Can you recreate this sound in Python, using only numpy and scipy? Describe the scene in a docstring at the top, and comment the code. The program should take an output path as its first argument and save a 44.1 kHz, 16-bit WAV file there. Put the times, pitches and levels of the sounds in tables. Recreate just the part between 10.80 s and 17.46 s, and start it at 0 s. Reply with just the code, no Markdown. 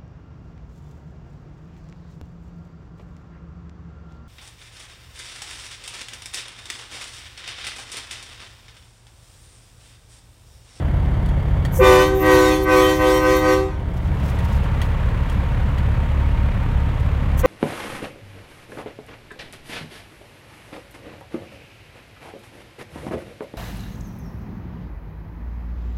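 """Inside the cab of a parked semi truck, a six-cylinder diesel idles. The horn valve lever clicks and air
hisses; then three air horns, diaphragms chopping air into flared pipes, swell six times as the pull is pumped,
and echo off the street. The engine sound dips in level while the chord sounds and returns as it dies away. The
microphone moves from seat to dashboard with a faint handling rustle; a few small knocks follow. At the very end
the valve spits and the horns start again."""
import sys
import numpy as np
from scipy import signal
from scipy.fft import rfft, irfft, next_fast_len
from scipy.io import wavfile

SR = 44100
rng = np.random.default_rng(int(sys.argv[2]) if len(sys.argv) > 2 else 0)


def pcm_store(signal):
    """Save signal as 16-bit PCM."""
    levels = np.round(np.clip(np.atleast_2d(signal), -1, 1) * 32767)
    wavfile.write(sys.argv[1], SR, levels.astype(np.int16).T)


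N = 293706
TIME = np.arange(N) / SR


def from_db(db):
    """Decibels to gain."""
    return np.exp(np.asarray(db) * np.log(10) / 20)


def unit_rms(x):
    """Scale to rms 1."""
    return x / np.sqrt(np.mean(x ** 2) + 1e-20)


def hump(start_s, length_s):
    """Smooth rise and fall, height 1."""
    return np.sin(np.pi * np.clip((TIME - start_s) / length_s, 0, 1)) ** 2


def drift(rate_hz, times_s=TIME):
    """Slow random wander, rms 1."""
    step, warmup = 20, 4000
    pole = np.exp(-2 * np.pi * rate_hz * step / SR)
    white = rng.standard_normal(N // step + warmup + 2)
    slow = signal.lfilter([1], [1, -2 * pole, pole * pole], white)[warmup:]
    return np.interp(times_s * SR / step, np.arange(len(slow)), unit_rms(slow))


def noise(spectrum):
    """Shaped noise, steep roll-off beyond the spectrum's ends, rms 1."""
    size = next_fast_len(N)
    log_hz = np.log(np.maximum(np.fft.rfftfreq(size, 1 / SR), 1))
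    corner_hz, db = np.transpose(spectrum)
    corners = np.log(corner_hz)
    outside = np.abs(log_hz - np.clip(log_hz, corners[0], corners[-1]))
    gain = from_db(np.interp(log_hz, corners, db) - 50 * outside)
    return unit_rms(irfft(rfft(rng.standard_normal(size)) * gain, size)[:N])


def whistle(hz, width_hz):
    """Noise in one narrow resonance, rms 1."""
    return unit_rms(signal.lfilter(*signal.iirpeak(hz, hz / width_hz, fs=SR), rng.standard_normal(N)))


def exhaust(orders, phase):
    """Exhaust drone: engine orders, each wavering in level."""
    wavers_db = [1.5 * drift(5) for _ in orders]
    return unit_rms(sum(from_db(db + waver_db) * np.cos(k * phase + 2 * np.pi * rng.random())
                        for (k, db), waver_db in zip(orders, wavers_db)))


# Exhaust orders: (multiple of half the firing rate, relative level [dB])
SEAT_ORDERS = [(1, -31), (2, -1), (3, 2), (4, -3), (5, -1.5), (6, -8), (7, -8), (8, -3), (9, -41),
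               (10, -7.5), (11, -17), (12, -18)]
DASH_ORDERS = [(2, 2), (3, -7), (4, 3.5), (6, -2.5), (7, -9), (8, -7), (10, -12.5), (12, -27.5),
               (16, -19.5)]
# Engine noise spectra: (frequency [Hz], relative density [dB])
RUMBLE_SPECTRUM = [(30, -14), (42, -13.5), (55, 2.5), (85, -1), (126, -6.5), (150, -10), (190, -13.5),
                   (230, -15.5), (280, -20.5), (400, -34.5)]
SEAT_CLATTER_SPECTRUM = [(150, -26), (250, -4), (483, -9.5), (527, -7), (1040, -14), (1210, -17),
                         (2220, -20), (2470, -28), (3260, -26), (4220, -38.5), (4530, -35), (4940, -42),
                         (15800, -50.5)]
DASH_CLATTER_SPECTRUM = [(150, 1), (205, 4), (250, -20), (277, -7.5), (308, -11), (555, -4), (616, -8),
                         (902, -10), (984, -8.5), (1070, -9), (1540, -13), (2000, -14), (3260, -22.5),
                         (5110, -36.5), (12800, -45), (15800, -46)]


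def diesel(firing_hz=34.95, dip_from_s=1.02, dip_to_s=2.93, move_from_s=3.13, move_to_s=3.74):
    """Firings drive the exhaust and pulse the clatter; the timbre shifts from seat to dashboard."""
    phase = np.pi * np.cumsum(firing_hz * (1 + 0.0018 * drift(1.6))) / SR
    dip_attack = 1 - np.exp(-np.maximum(TIME - dip_from_s, 0) / 0.35)
    dip_release = np.exp(-np.maximum(TIME - dip_to_s, 0) / 0.32)
    dip_db = 8 * dip_attack * dip_release
    crossfade_rad = np.interp(TIME, [move_from_s, move_to_s], [0, np.pi / 2])
    seat, dash = np.cos(crossfade_rad), np.sin(crossfade_rad)
    drone = seat * exhaust(SEAT_ORDERS, phase) + dash * exhaust(DASH_ORDERS, phase)
    rumble = from_db(-5.5) * noise(RUMBLE_SPECTRUM)
    bass = from_db(-18 - dip_db) * (from_db(-1.04) * drone + rumble)
    pulse_db = 1.25 * np.cos(2 * phase) + 0.58 * np.cos(4 * phase) + 0.5 * np.cos(2 * phase / 3)
    seat_gain = seat * from_db(-34 - 0.58 * dip_db)
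    dash_gain = dash * from_db(-31.5 - 0.55 * (TIME - move_to_s))
    clatter = seat_gain * noise(SEAT_CLATTER_SPECTRUM) + dash_gain * noise(DASH_CLATTER_SPECTRUM)
    gear_whine = from_db(-12.5) * np.hypot(seat_gain, dash_gain) * whistle(hz=925, width_hz=6.8)
    return bass + unit_rms(from_db(pulse_db)) * clatter + gear_whine


# Lever clicks and cab knocks: (time [s], level [dB])
KNOCK_HITS = [(0.46, -42), (0.488, -43), (0.85, -31.5), (3.588, -38), (4.016, -30), (4.497, -37),
              (4.982, -39), (6.197, -44), (6.593, -36)]
# Trim resonances: (frequency [Hz], relative gain [dB], t60 [s])
TRIM_MODES = [(1100, 3, 0.011), (1950, 8.5, 0.012), (3280, 9.5, 0.007), (4500, -2, 0.032),
              (8000, -26, 0.0012)]


def knocks(decay_s=0.0079):
    """Brief dry crunches that barely ring the hard trim."""
    envelope = sum(from_db(db) * (TIME >= s) * np.exp(-np.abs(TIME - s) / decay_s)
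                   for s, db in KNOCK_HITS)
    crunch = envelope * rng.standard_normal(N) + 1e-18
    sound = from_db(3) * signal.sosfilt(signal.butter(1, 6000, fs=SR, output="sos"), crunch)
    for hz, db, t60_s in TRIM_MODES:
        radius, angle = from_db(-60 / (t60_s * SR)), 2 * np.pi * hz / SR
        ring = signal.lfilter([0, np.sin(angle)], [1, -2 * radius * np.cos(angle), radius ** 2], crunch)
        sound += from_db(db - 26) * ring
    return cab_reflections(sound, t60_s=0.045, wet_db=-7)


def cab_reflections(x, t60_s, wet_db):
    """Add dense short reflections from glass and panels."""
    age_s = TIME[:SR // 3]
    tail = rng.standard_normal(len(age_s)) * from_db(-60 * age_s / t60_s)
    return x + from_db(wet_db) * signal.fftconvolve(x, tail / np.linalg.norm(tail))[:N]


# Valve pulls, base values: (start [s], rise [s], length [s], strength [dB], pitch sag [%])
VALVE_PULLS = [(0.987, 0.039, 0.2405, -0.1, 1.35), (1.373, 0.081, .364, 0.13, 1.4),
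               (1.83, 0.059, 0.287, -1.5, 1.2), (2.16, 0.05, 0.21, -3.5, 0.695),
               (2.383, 0.049, 0.18, -4, 0.447), (2.581, 0.056, 0.15, -3.5, .5),
               (6.625, 0.032, .27, 0.65, 1.42)]


def swell(db, follow, lag_s, rise_scale, linger_s, sag_db_per_s, release_db_per_s):
    """Envelope over the pulls: builds, sags with the air supply, dies on release."""
    power = np.zeros(N)
    for start_s, rise_s, length_s, strength_db, _ in VALVE_PULLS:
        near = (TIME > start_s - 0.1) & (TIME < start_s + 1.2)
        age_s = np.maximum(TIME[near] - start_s - lag_s, 0)
        attack = 1 - np.exp(-(age_s / (rise_s * rise_scale)) ** 2)
        fall_db = sag_db_per_s * age_s + release_db_per_s * np.maximum(age_s - length_s - linger_s, 0)
        power[near] += (attack * from_db(db + follow * strength_db - fall_db)) ** 2
    return np.sqrt(power)


# Air spits ahead of each pull: (start [s], length [s], hiss level [dB], whistle level [dB])
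VALVE_SPITS = [(0.907, 0.12, -32.5, -31.5), (1.33, 0.12, -45, -30), (1.802, 0.067, -48, -29.5),
               (2.123, .12, -49, -46), (2.31, 0.16, -60, -35), (2.51, 0.17, -59, -40),
               (6.564, 0.066, -34, -48)]
# Valve seat whistles: (frequency [Hz], width [Hz], relative level [dB])
WHISTLE_BANDS = [(12040, 160, -11), (14300, 280, -11)]
# Air hiss: (frequency [Hz], relative density [dB])
HISS_SPECTRUM = [(4000, -37), (6100, -1.5), (7200, -4.5), (10400, -6), (12200, -3), (13000, -2),
                 (14000, -4), (15800, -7)]


def valve():
    """Air spits and whistles as the valve cracks open, then hisses through it."""
    flow = swell(db=-34, follow=1.1, lag_s=0.011, rise_scale=1.26, linger_s=-0.013,
                 sag_db_per_s=11, release_db_per_s=170)
    spits = sum(from_db(db) * hump(s, length_s) for s, length_s, db, _ in VALVE_SPITS)
    squeals = sum(from_db(db) * hump(s, length_s) for s, length_s, _, db in VALVE_SPITS)
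    whistles = sum(from_db(db + 7.9 * drift(12)) * whistle(hz, width_hz)
                   for hz, width_hz, db in WHISTLE_BANDS)
    hiss = from_db(2 * drift(30) - 2.5) * noise(HISS_SPECTRUM)
    return (flow + spits) * hiss + (from_db(-8) * flow + squeals) * whistles


# Horn starts from rest: (time [s], level [dB])
ONSET_BARKS = [(0.986, -12), (6.633, -14)]


def bark(lag_s, length_s, gain_db):
    """Envelope of a diaphragm's overshoot on its first swings."""
    return sum(from_db(db + gain_db) * hump(s + lag_s, length_s) for s, db in ONSET_BARKS)


def horn(hz, partials, live, force, flutter_rad, split_hz=2800, brass_hz=6000):
    """A diaphragm chops air into a flared pipe. Returns phase, blare (below the split), edge (above)."""
    phase = 2 * np.pi * np.cumsum(hz * (1 + 0.0013 * drift(25))) / SR
    phase += flutter_rad * force ** 2.3 * drift(47)   # diaphragm flutters when blown hard
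    pitch_hz = np.median(hz[live])
    multiples, levels_db = np.transpose(partials)
    overtones = []
    for k in range(2, int(12500 / pitch_hz)):
        rolloff_db = np.mean(levels_db[-3:]) - 11 * np.log2(k / multiples[-1])
        brass_db = 3 * np.exp(-(np.log2(k * pitch_hz / brass_hz) / 0.18) ** 2)
        db = np.interp(k, multiples, levels_db, right=rolloff_db + brass_db)
        sway_db = min(1.2 + 0.33 * k, 4.4) * drift(9, TIME[live])
        overtones.append(from_db(db + sway_db) * np.sin(k * phase[live] + 2 * np.pi * rng.random()))
    split = int(split_hz / pitch_hz) - 1
    blare, edge = np.zeros((2, N))
    blare[live], edge[live] = sum(overtones[:split]), sum(overtones[split:])
    return phase, blare, edge


# Horn overtones, common scale: (multiple, relative level [dB])
LOW_OVERTONES = [(2, -5.5), (3, -7), (4, -3.5), (5, -8), (6, -10.5), (7, -16.5), (8, -13), (9, -21),
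                 (10, -5), (11, -17.5), (12, -9), (13, -20), (14, -15), (15, -19.5), (16, -24), (17, -21),
                 (18, -20.5), (19, -19), (20, -16), (21, -20.5), (22, -25)]
MID_OVERTONES = [(2, -1.5), (3, 0), (4, -3.5), (5, -3.5), (6, -12), (7, -14), (8, -23), (9, -11.5),
                 (10, -22), (11, -16), (12, -15.5), (13, -19.5)]
HIGH_OVERTONES = [(2, 2), (3, -8), (4, -7.5), (5, -17), (6, -24), (7, -17), (8, -15), (9, -21), (10, -39),
                  (11, -13)]
# Air rasp: (frequency [Hz], relative density [dB])
RASP_SPECTRUM = [(300, 4), (450, -2.5), (800, -4), (1300, -7), (2300, -5), (3500, -9), (6000, -20.5),
                 (10000, -23), (15500, -41)]
# Middle horn moaning on as pressure drains: (start [s], length [s], level [dB])
MID_MOANS = [(1.22, 0.31, -19), (1.733, 0.2, -22), (2.673, 0.27, -21.5)]


def air_horns(low_hz=310.9, mid_hz=383.3, high_hz=512.3, recovery_s=0.075):
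    """Three horns on one air line: each pull swells them and pushes them flat."""
    sag = sum(percent / 100 * hump(s, length_s + recovery_s)
              for s, _, length_s, _, percent in VALVE_PULLS)
    # Low horn starts choked (flat, weak fundamental, more blare), then locks in.
    choke = np.interp(TIME, [1.21, 1.29], [1, 0])
    low = swell(db=-19.5, follow=0.78, lag_s=0.011, rise_scale=0.47, linger_s=0.0048,
                sag_db_per_s=4, release_db_per_s=96)
    mid = swell(db=-8.5, follow=1.83, lag_s=0.047, rise_scale=1.12, linger_s=-0.039,
                sag_db_per_s=45, release_db_per_s=114)
    high = swell(db=-9.5, follow=0.96, lag_s=0.012, rise_scale=1.24, linger_s=-0.013,
                 sag_db_per_s=34, release_db_per_s=70)
    blare_gain = swell(db=-13, follow=1.17, lag_s=0.00071, rise_scale=0.95, linger_s=0.00097,
                       sag_db_per_s=25.5, release_db_per_s=100)
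    edge_gain = swell(db=-24.5, follow=1, lag_s=0.0047, rise_scale=1.63, linger_s=0.0044,
                      sag_db_per_s=15, release_db_per_s=126)
    moan = sum(from_db(db) * hump(s, length_s) for s, length_s, db in MID_MOANS)
    low *= from_db(-8 * choke)
    mid = np.hypot(mid, moan) + bark(lag_s=0.0095, length_s=0.065, gain_db=1.5)
    high += bark(lag_s=-0.0042, length_s=0.048, gain_db=1)

    force = blare_gain / blare_gain.max()
    live = blare_gain > from_db(-70)
    phases, blares, edges = zip(
        horn(low_hz * (1 - 0.25 * sag) - 10.3 * choke, LOW_OVERTONES, live, force, flutter_rad=0.02),
        horn(mid_hz * (1 - sag), MID_OVERTONES, live, force, flutter_rad=0.035),
        horn(high_hz * (1 - sag), HIGH_OVERTONES, live, force, flutter_rad=0.19))
    chord = np.sqrt(2) * sum(gain * np.sin(phase) for gain, phase in zip((low, mid, high), phases))
    moan_octave = np.sqrt(2) * from_db(-12) * moan * np.sin(2 * phases[1])
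    overtones = from_db(3.5 * choke) * blares[0] + blares[1] + blares[2]
    blare = blare_gain * overtones / np.std(overtones[live])
    edge = edge_gain * from_db(-1.64) * sum(edges) / np.std(sum(edges)[live])
    puffs = unit_rms(sum(np.exp(0.23 * np.cos(phase)) for phase in phases))   # one air puff per cycle
    rasp = edge_gain * from_db(1.5) * force ** 0.88 * puffs * noise(RASP_SPECTRUM)
    return chord + moan_octave + blare + edge + rasp


def street_echo(x, delay_s=0.21, gain_db=-23, cutoff_hz=4800):
    """Add one dull echo from across the street."""
    dull = signal.sosfilt(signal.butter(1, cutoff_hz, fs=SR, output="sos"), x + 1e-18)
    return x + from_db(gain_db) * np.interp(TIME - delay_s, TIME, dull, left=0)


# Handling rustles: (centre [s], length [s], level [dB])
HANDLING_RUSTLES = [(3.5, 1, -55), (4.04, 0.29, -54), (4.536, 0.26, -61)]
# Handling friction: (frequency [Hz], relative density [dB])
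RUSTLE_SPECTRUM = [(2500, -4), (5500, -3), (9000, -9), (15800, -10)]


def rustle():
    """Faint handling rustle in uneven strokes as the microphone moves."""
    strokes = sum(from_db(db) * hump(s - length_s / 2, length_s) for s, length_s, db in HANDLING_RUSTLES)
    return strokes * from_db(6 * drift(23)) * noise(RUSTLE_SPECTRUM)


def scene():
    """Mono mix in the cab."""
    horns = street_echo(air_horns())
    air = valve()
    return (diesel() + knocks() + air + horns + rustle())[None]


def record(dry):
    """High-pass at 28.5 Hz, soft clip, low-pass at 15850 Hz."""
    trimmed = signal.sosfilt(signal.butter(12, 28.5, "high", fs=SR, output="sos"), dry)
    rounded = trimmed / (1 + trimmed ** 8) ** (1 / 8)
    return signal.sosfilt(signal.ellip(12, 0.1, 90, 15850, fs=SR, output="sos"), rounded)


dry = scene()
out = record(dry)
pcm_store(out)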